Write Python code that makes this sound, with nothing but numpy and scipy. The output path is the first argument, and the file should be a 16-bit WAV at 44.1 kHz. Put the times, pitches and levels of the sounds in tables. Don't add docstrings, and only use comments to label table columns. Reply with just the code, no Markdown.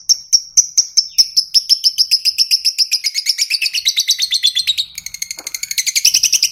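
import sys
import numpy as np
from scipy import signal
from scipy.fft import rfft, irfft, next_fast_len
from scipy.io import wavfile
from scipy.ndimage import uniform_filter1d, map_coordinates

SR = 44100
rng = np.random.default_rng(int(sys.argv[2]) if len(sys.argv) > 2 else 0)


def level_to_linear(level):
    exponent = np.asarray(level, float) / 20
    return 10 ** exponent


def dump_mix(stems):
    frames = np.atleast_2d(stems).T
    limited = np.clip(frames, -1, 1)
    pcm = np.round(limited * 32767).astype(np.int16)
    wavfile.write(sys.argv[1], SR, pcm)


N = 287091
T = np.arange(N) / SR
SPLIT_HZ, TOP_HZ = 8700, 15900


def unit(x):
    return x / np.sqrt(np.mean(x ** 2) + 1e-20)


def along(points, hz):
    f, v = np.transpose(points)
    return np.interp(np.log(hz + 1), np.log(f + 1), v)


def wobble(rate):
    return map_coordinates(rng.standard_normal(int(N * rate / SR) + 4), [T * rate])


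def filtered(x, response):
    m = next_fast_len(N + 8192)
    return irfft(rfft(x, m) * response(np.fft.rfftfreq(m, 1 / SR)), m)[:N]


def noise(spectrum):
    return unit(filtered(rng.standard_normal(N), lambda hz: level_to_linear(along(spectrum, hz))))


def background():
    # time in seconds, level in dB.
    hum_level = [(0, -67), (1.12, -63), (2.03, -65), (2.9, -65), (3.3, -73), (3.75, -73), (4.05, -60),
                 (4.74, -59), (5.14, -55), (5.56, -58), (6.5, -57)]
    # frequency in Hz, level in dB per Hz.
    low_colour = [(20, -19), (45, -6), (60, -13.5), (80, -8), (130, -17), (157, -7), (190, -18.5),
                  (400, -37), (1500, -27), (2500, -94)]
    # time in seconds, level in dB.
    cloth_level = [
        (5.365, -80),
        (5.378, -39.5),
        (5.47, -46),
        (5.62, -64),
    ]
    hum_db = np.interp(T, *np.transpose(hum_level)) + 1.5 + 4.46 * wobble(6.5)
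    hum = level_to_linear(hum_db) * noise(low_colour)
    cloth = noise([(150, -35), (300, -3), (800, -4), (1500, -7), (2300, -26), (4000, -80)])
    cloth_db = np.interp(T, *np.transpose(cloth_level), -120, -120) + 4.36 * wobble(60)
    rustle = level_to_linear(cloth_db) * cloth
    chirp_colour = [(4300, -33.5), (5000, -13), (5700, 3), (6400, -15), (7000, -40), (9000, -90)]
    earlier = level_to_linear(-36.5 - 60 * T / 0.34) * noise(chirp_colour)
    return hum + rustle + earlier


def smeared(rows, spread):
    s, hz, db = np.transpose(rows)
    phase = 2 * np.pi * np.cumsum(np.interp(T, s, hz)) / SR
    blur = wobble(spread) * np.sin(phase) + wobble(spread) * np.cos(phase)
    return level_to_linear(np.interp(T, s, db, -120, -120)) * blur


def far_sounds():
    # time in seconds, pitch in Hz, level in dB.
    falling = [
        (1.06, 3600, -65),
        (1.11, 3560, -47),
        (1.15, 2654, -45),
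        (1.22, 2612, -45),
        (1.38, 2500, -60.5),
    ]
    # time in seconds, pitch in Hz, level in dB.
    held = [
        (1.05, 3620, -64),
        (1.12, 3600, -51),
        (1.36, 3550, -63),
    ]
    # time in seconds, pitch in Hz, level in dB.
    whirr = [
        (5.5, 1302, -55),
        (5.75, 1736, -49),
        (5.85, 1956, -64),
    ]
    return smeared(falling, spread=640) + smeared(held, spread=300) + smeared(whirr, spread=320)


def ticks():
    # moment in seconds, peak level in dB.
    tick_rows = [(4.9538, 8.5), (5.04, -4), (5.119, -3), (5.196, -5), (5.362, -4), (5.443, 2.5),
                 (5.5201, 1), (5.606, -2), (5.6845, 5)]
    rasp = noise(HUSK) + 1.2 * np.sin(2 * np.pi * 2350 * T)
    envelope = np.zeros(N)
    for s, db in tick_rows:
        envelope += (T > s) * level_to_linear(db - 35.5 - 60 * np.abs(T - s) / .012)
    return envelope * rasp


def clucks():
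    # start in seconds, peak level in dB, pitch in Hz, length in seconds.
    cluck_rows = [(4.9792, -13.5, 2175, 0.0083), (5.0632, -12.5, 2130, 0.008), (5.1429, -12, 2132, 0.0081),
                  (5.2205, -7.5, 2121, 0.0094), (5.3071, -8.5, 2130, 0.0093), (5.3875, -14.5, 2179, 0.007),
                  (5.4685, -9.5, 2121, 0.0086), (5.5456, -7, 2108, 0.0088), (5.6313, -5.5, 2240, 0.009),
                  (5.7108, -7, 2160, 0.0089)]
    # (share of length, pitch factor, dB)
    shape = [(.05, 1.08, -6.5), (.2, 1.02, -4.5), (.7, .99, -9), (1.2, .98, -22)]
    rows = []
    for s, db, hz, length in cluck_rows:
        rows += [(s + share * length, hz * bend, db + drop_db, 3) for share, bend, drop_db in shape]
    return rows


def pips():
    # start in seconds, end in seconds, level in dB, held pitch in Hz, last pitch in Hz.
    whistles = [
        (0.0943, 0.13, -3.5, 5650, 5500),
        (0.3288, 0.364, -3, 5553, 5540),
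        (0.5715, 0.606, -2, 5674, 5935),
        (0.7755, 0.809, -3.5, 5525, 5810),
        (0.972, 1.0, -1, 5477, 5380),
    ]
    rows = []
    for s, end, db, hz, last_hz in whistles:
        rows += [(s, 6100, db - 13, -35), (s + .008, 6250, db - 2.5, -35),
                 (s + 0.0097, 5000, db - 8, -35),
                 (s + .014, hz, db, -38), (end - .006, last_hz, db - 2.5, -38),
                 (end, last_hz, db - 24, -35)]
    return rows


def phrase(motif, calls):
    place, first_hz, last_hz, over_db, step_db = np.transpose(motif)
    rows = []
    for (start, crack, end, db, bend), late in zip(calls, np.linspace(0, 1, num=len(calls))):
        s = np.interp(place, range(3), [start, crack, end])
        hz = bend * (first_hz + late * (last_hz - first_hz))
        rows += list(zip(s, hz, db + over_db, step_db))
    return rows


def song():
    # place in the call (0 start, 1 voice break, 2 end), pitch in the first call in Hz,
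    # pitch in the last call in Hz, level over the call in dB, step from one overtone to the next in dB.
    hook = [
        (0, 5250, 4400, -12, -15),
        (1, 6100, 5800, -2, -35),
        (1.17, 5550, 5200, 1.2, -28),
        (1.72, 5230, 5330, 1.2, -14),
        (2, 5120, 5250, -20, -17),
    ]
    flick = [(0, 2450, 2450, -13, -2), (.5, 3300, 3300, -6, -2), (.9, 4200, 4200, -13, -6),
             (1, 4950, 4950, -14, -14), (1.07, 5050, 5050, -3, -14), (1.6, 5350, 5350, .3, -18),
             (1.9, 5500, 5500, -3, -24), (2, 5400, 5400, -20, -28)]
    rise = [(0, 3350, 3000, -10, -6), (.4, 2950, 3050, -9, 3), (.72, 3150, 3200, -11, 4),
            (.78, 6250, 6300, -9, -16), (1, 4700, 4750, -7, -12), (1.15, 4950, 4850, -4, -12),
            (1.55, 5400, 5230, .3, -18), (1.86, 5350, 5550, -2, -24), (2, 5350, 5400, -20, -28)]
    climb = [(0, 2500, 2380, -6, 5), (1, 2980, 2860, -5, 5), (1.03, 5900, 5850, -3, -14),
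             (1.14, 4950, 4820, -2.5, -12), (1.6, 5180, 5300, -.3, -18), (1.86, 5330, 5550, -1.2, -24),
             (2, 5200, 5300, -20, -28)]
    crack = [(0, 2500, 2150, -15, -6), (.4, 2500, 2150, -10, -2), (1, 2350, 2250, -9, -3),
             (1.07, 2800, 2720, -3, 3), (1.14, 5200, 5100, -2, -14), (1.2, 5850, 5950, .3, -14),
             (1.33, 5300, 5200, -.3, -14), (1.55, 5000, 4950, -3, -14), (2, 5150, 5050, -9, -14)]
    split = [(0, 2000, 1800, -17, -1.2), (.3, 2200, 2200, -10.5, .6), (1, 2230, 2380, -9, 1.2),
             (1.08, 2800, 2800, -4, 3), (1.16, 4900, 5600, -2, -14), (1.3, 5400, 5700, .3, -14),
             (1.6, 4950, 5200, -2.5, -14), (2, 4900, 4850, -9, -14)]
    yelp = [(0, 2100, 1950, -13, -4), (.35, 2620, 3000, -5, -8), (.75, 2700, 2700, -4, -2),
            (.93, 2400, 2450, -7, .3), (1, 5300, 5700, -5, -14), (1.1, 5200, 5850, -3, -14),
            (1.22, 4700, 4600, -.7, -14), (1.5, 4600, 4380, -1.5, -12), (2, 4550, 4290, -10, -8)]
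    bark = [(0, 2950, 2950, -9, -16), (.15, 2620, 2620, -3, -12), (.75, 2600, 2600, -4, -4),
            (.93, 2280, 2280, -7, .3), (1, 5400, 5400, -6, -14), (1.12, 5900, 5900, -3, -14),
            (1.33, 4600, 4600, .3, -14), (2, 4500, 4500, -10, -8)]
    stair = [(0, 2080, 2000, -17, -5), (.24, 2130, 2080, -8, -8), (.35, 3640, 3560, -7, -24),
             (.85, 4050, 3950, .3, -17), (1, 4200, 4150, -6, -14), (1.1, 6120, 6080, -.3, -12),
             (1.3, 5850, 5950, -2, -14), (1.52, 4750, 4620, -2, -26), (2, 4400, 4500, -9, -23)]
    step = [(0, 2030, 1990, -14, -7), (.26, 2050, 2040, -8, -9), (.42, 3640, 3480, -6, -26),
            (.9, 3760, 3600, -3, -24), (1, 4050, 3700, .3, -20), (1.06, 6230, 6230, -3.5, -12),
            (1.2, 6200, 6050, -5, -25), (1.33, 4550, 4400, -2, -14), (1.45, 4330, 4300, 2, -10.5),
            (2, 4260, 4180, -6, -9)]
    tread = [(0, 1950, 1950, -15, -8), (.17, 2000, 2000, -9, -10), (.3, 3450, 3420, -6, -22),
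             (.8, 3480, 3500, .3, -22), (1, 3500, 3550, -5, -20), (1.06, 5950, 6050, -6, -14),
             (1.24, 5950, 5900, -7, -25), (1.32, 4180, 4220, 2, -11), (2, 4080, 4100, -7, -11)]
    arch = [
        (0, 2050, 2300, -7, -6),
        (.5, 2900, 3450, -1.5, -12),
        (1, 4450, 4650, -2, -20),
        (1.18, 3950, 4150, .5, -17),
        (1.45, 3850, 3850, .5, -17),
        (1.75, 3780, 3750, -.5, -19),
        (2, 3780, 3800, -8, -14),
    ]
    dive = [
        (0, 4100, 4500, -5, -10),
        (.2, 4350, 5250, 1.2, -12),
        (.55, 2550, 3000, -4, -1.2),
        (.8, 2350, 2500, -9, 1.5),
        (1, 2300, 2380, -4, .6),
        (1.5, 2060, 2140, -.2, 3.5),
        (2, 2030, 2060, -12, 7),
    ]
    swoop = [
        (0, 4600, 4900, -7, -35),
        (.3, 5050, 5350, -1.5, -35),
        (.62, 5800, 6000, 6, -38),
        (.8, 5100, 5000, 5, -25),
        (1, 2560, 2400, -10.5, -8),
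        (1.15, 2500, 2500, -8, 1.5),
        (1.6, 2920, 2900, 1.5, 10.5),
        (2, 3070, 3100, -6, 7),
    ]
    # start, break and end in seconds, level in dB, pitch factor (no unit).
    hooks = [(1.1844, 1.1899, 1.2207, -4, 1.001), (1.3667, 1.3733, 1.4028, -8, 1.001)]
    flicks = [(1.544, 1.549, 1.5874, -5.5, .999)]
    rises = [(1.6956, 1.7041, 1.7372, -5.5, 1.001), (1.8401, 1.8485, 1.8832, -7, .995),
             (1.9816, 1.9903, 2.026, -7.5, 1.005)]
    climbs = [(2.1148, 2.1229, 2.1594, -8, .99), (2.2522, 2.2611, 2.2975, -8.5, .985),
              (2.3845, 2.3942, 2.4295, -8, 1.02), (2.5108, 2.5212, 2.5593, -7.5, 1.005),
              (2.649, 2.657, 2.6954, -10, 1.015), (2.7858, 2.7918, 2.8313, -9, .99)]
    cracks = [(2.9161, 2.927, 2.963, -9, 1.001), (3.0404, 3.0575, 3.0841, -9, 1.001)]
    splits = [(3.1465, 3.1755, 3.1994, -11, .99), (3.2601, 3.2895, 3.315, -7.5, 1.001),
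              (3.3818, 3.4116, 3.436, -8.2, 1.001)]
    yelps = [(3.503, 3.5365, 3.5578, -10, 1.001), (3.736, 3.7735, 3.7941, -11.5, 1.001)]
    barks = [(3.618, 3.6555, 3.6759, -10.5, 1.001)]
    stairs = [(3.8539, 3.8842, 3.9021, -8, 1.001), (3.965, 3.9964, 4.0145, -8.3, .995),
              (4.0779, 4.1067, 4.1295, -8, 1.001)]
    steps = [(4.1875, 4.2196, 4.2503, -11.7, .99), (4.3092, 4.3415, 4.3675, -10.8, 1.001)]
    treads = [(4.4295, 4.4625, 4.4903, -9.5, 1.001), (4.5545, 4.5859, 4.609, -11, 1.001)]
    arches = [(4.6734, 4.6854, 4.714, -11.3, 1.001), (4.778, 4.7924, 4.8169, -12.7, 1.001)]
    dives = [(5.7797, 5.7871, 5.8069, -9, .995), (5.8672, 5.8745, 5.8961, -10, 1.01),
             (5.9568, 5.967, 5.9883, -7.5, 1.001)]
    swoops = [(6.0488, 6.0605, 6.0855, -5, 1.008), (6.1405, 6.1535, 6.1775, -7.5, 1.01),
              (6.232, 6.2445, 6.268, -7.3, 1.015), (6.327, 6.3385, 6.3625, -8, 1.035),
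              (6.4251, 6.435, 6.4576, -8.5, .975)]
    phrases = [(hook, hooks), (flick, flicks), (rise, rises), (climb, climbs), (crack, cracks),
               (split, splits), (yelp, yelps), (bark, barks), (stair, stairs), (step, steps),
               (tread, treads), (arch, arches), (dive, dives), (swoop, swoops)]
    rows = pips() + clucks()
    for motif, calls in phrases:
        rows += phrase(motif, calls)
    return sorted(rows)


# frequency in Hz, level in dB per Hz.
HUSK = [(350, -46), (900, -29), (1700, -19), (2300, -10), (3000, -9.5), (4200, -10), (5400, -2),
        (6600, -7.5), (7400, -22.5), (8400, -5), (9000, -12), (10300, 1.5), (11500, -7), (13200, .3),
        (15500, -7)]


def overtones(pitch, step):
    phase = 2 * np.pi * np.cumsum(pitch) / SR
    orders = np.arange(1, 8)[:, None]
    hz = orders * pitch
    low = pitch < 2400
    later_step = np.where(low, step, np.minimum(step, 0))
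    loss_db = 5 + 3 * low + (6 - 11 * low) * (hz < 9600)
    size_db = step * (orders > 1) + later_step * (orders > 2) - 7.5 * np.maximum(orders - 3, 0)
    size_db = size_db - loss_db * (hz > 7300) * (orders > 2)
    size = level_to_linear(size_db) * (hz < TOP_HZ)
    return np.sqrt(2) * np.sum(size * np.sin(orders * phase), axis=0) / np.linalg.norm(size, axis=0)


def parrot():
    pause = .036
    s, hz, db, step_db = np.transpose(song())
    cut = np.flatnonzero(np.diff(s) > pause)
    starts, ends = s[np.r_[0, cut + 1]], s[np.r_[cut, -1]]
    k = np.clip(np.searchsorted(starts, T + pause / 2) - 1, 0, None)
    since = T - starts[k]
    gate = np.clip(1 + since / 0.00122, 0, 1) * np.clip(1 + (ends[k] - T) / 0.0012, 0, 1)
    pitch = np.exp(np.interp(T, s, np.log(hz)))
    leap = uniform_filter1d(np.abs(np.gradient(np.log(pitch))) * SR, size=40)
    depth = 0.12 + .45 * np.exp(-np.abs(since) / .022) + 0.12 * wobble(30)
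    depth = np.clip(depth, 0, .9) * (pitch > 4400)
    flutter = 2 * np.pi * np.cumsum(230 * (1 + 0.12 * wobble(40))) / SR
    pitch = pitch * (1 + 0.015 * wobble(500) + 0.04 * depth * np.sin(flutter))
    step = np.interp(T, s, step_db)
    tone = overtones(pitch, step)
    tone *= 1 + 0.21 * wobble(1800)
    high = np.interp(starts, s, hz)[k] > 5000
    throat = sum(np.sin(2 * np.pi * ring_hz * T) for ring_hz in (2300, 4000, 8400))
    tone += high * level_to_linear(-18 - 60 * np.abs(since - .003) / 0.021) * throat
    puff = level_to_linear(-8.5 - 60 * np.abs(since) / .03)
    breath = (level_to_linear(-13.5 + 0.27 * np.minimum(step, 0)) + puff) * noise(HUSK)
    loudness = gate * level_to_linear(np.interp(T, s, db) + 1.48 * wobble(300)) * (1 + depth * np.cos(flutter))
    return loudness * (tone / (1 + leap / 250) + breath)


def room(x):
    # frequency in Hz, time to fall by 60 dB in seconds.
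    decay = [
        (1000, .6),
        (4000, 0.64),
        (8000, 0.33),
        (14000, 0.52),
    ]
    out, size = np.zeros(N + SR), 5000
    for at in range(0, N, size):
        hz, t, z = signal.stft(rng.standard_normal(SR * 3 // 4), SR, nperseg=256)
        fall_db = -60 * t / along(decay, hz)[:, None] + 9.9 * np.exp(-t / 0.02)
        tail = signal.istft(z * level_to_linear(fall_db), SR, nperseg=256)[1]
        tail = np.pad(tail, (150, 0)) / np.linalg.norm(tail)
        wet = signal.fftconvolve(x[at:at + size], tail)
        out[at:at + len(wet)] += wet[:len(out) - at]
    return out[:N]


def scene():
    near = filtered(parrot() + ticks(), lambda hz: level_to_linear(-7 / (1 + (hz / 1800) ** 12)))
    return (near + level_to_linear(-10.3) * room(near) + far_sounds() + background())[None]


def coarse(v):
    power = uniform_filter1d(np.abs(v) ** 2, size=5, axis=0)
    return np.sqrt(np.abs(uniform_filter1d(power, size=3, axis=1)) + 1e-14)


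def top_band(x):
    # from in seconds, to in seconds, place on a grid of 689 Hz from
    # 9130 Hz (no unit), level over the top band in dB.
    pilots = [(3.27, 3.72, 0, -2.5), (4.67, 4.85, 0, -6), (4.0, 4.18, 1, -6), (5.62, 5.85, 1, -7),
              (5.2, 6.13, 2, -8), (5.54, 6.13, 4, -7), (5.86, 6.13, 3, -5), (5.94, 6.13, 5, -6),
              (5.31, 5.83, 7, -11)]
    z, grain = signal.stft(np.array([x, rng.standard_normal(N)]), nperseg=256)[2]
    copy = np.roll(z, shift=44, axis=0)
    size = coarse(copy)
    fine = copy / size * (size / size[50:92].mean(axis=0)) ** 0.2
    fine = fine + 0.45 * grain / coarse(grain)
    top = signal.istft(coarse(z) * fine, nperseg=256)[1][:N]
    top = filtered(top, lambda hz: np.clip((hz - SPLIT_HZ) / 300, 0, 1) * (hz < TOP_HZ))
    level = np.sqrt(np.abs(uniform_filter1d(top ** 2, size=1024, origin=300)))
    tones = np.zeros(N)
    for a, b, k, db in pilots:
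        tones += (T > a) * (T < b) * level_to_linear(db) * np.sin(2 * np.pi * (9130 + 689 * k) * T)
    return top + level * tones


def starved(x):
    z = signal.stft(x, nperseg=1024)[2]
    band_db = 10 * np.log10(np.abs(uniform_filter1d(np.abs(z) ** 2, size=14, axis=0)) + 1e-14)
    whim = np.kron(rng.standard_normal((37, z.shape[1] // 3 + 1)), np.ones((14, 3)))
    whim = whim[:len(z), :z.shape[1]]
    bins, loudest_db = np.arange(len(z))[:, None], band_db.max(axis=0)
    share = np.where(bins < 178, bins > 56, .2 + .5 * (bins > 335))
    quiet_db = np.clip(loudest_db.max() - loudest_db, 0, 40) * share
    weak = band_db < loudest_db - 35 + .33 * quiet_db + 5 * whim
    weak[:24] = False
    return signal.istft(z * np.where(weak, level_to_linear(-16), 1), nperseg=1024)[1][:N]


def band_limit(x):
    return signal.sosfilt(signal.butter(12, 15900, fs=SR, output="sos"), x)


def record(dry):
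    x = dry[0] / (1 + np.abs(dry[0] / 0.91) ** 8) ** (1 / 8)
    x = x + 0.06 * x ** 6
    low = filtered(x, lambda hz: (hz > 15) * np.clip((SPLIT_HZ - hz) / 250, 0, 1))
    x = starved(low + level_to_linear(-3.5) * top_band(x))
    mix = filtered(np.clip(x, -1, 1), lambda hz: hz < TOP_HZ)[None]
    return band_limit(mix)


dry = scene()
out = record(dry)
dump_mix(out)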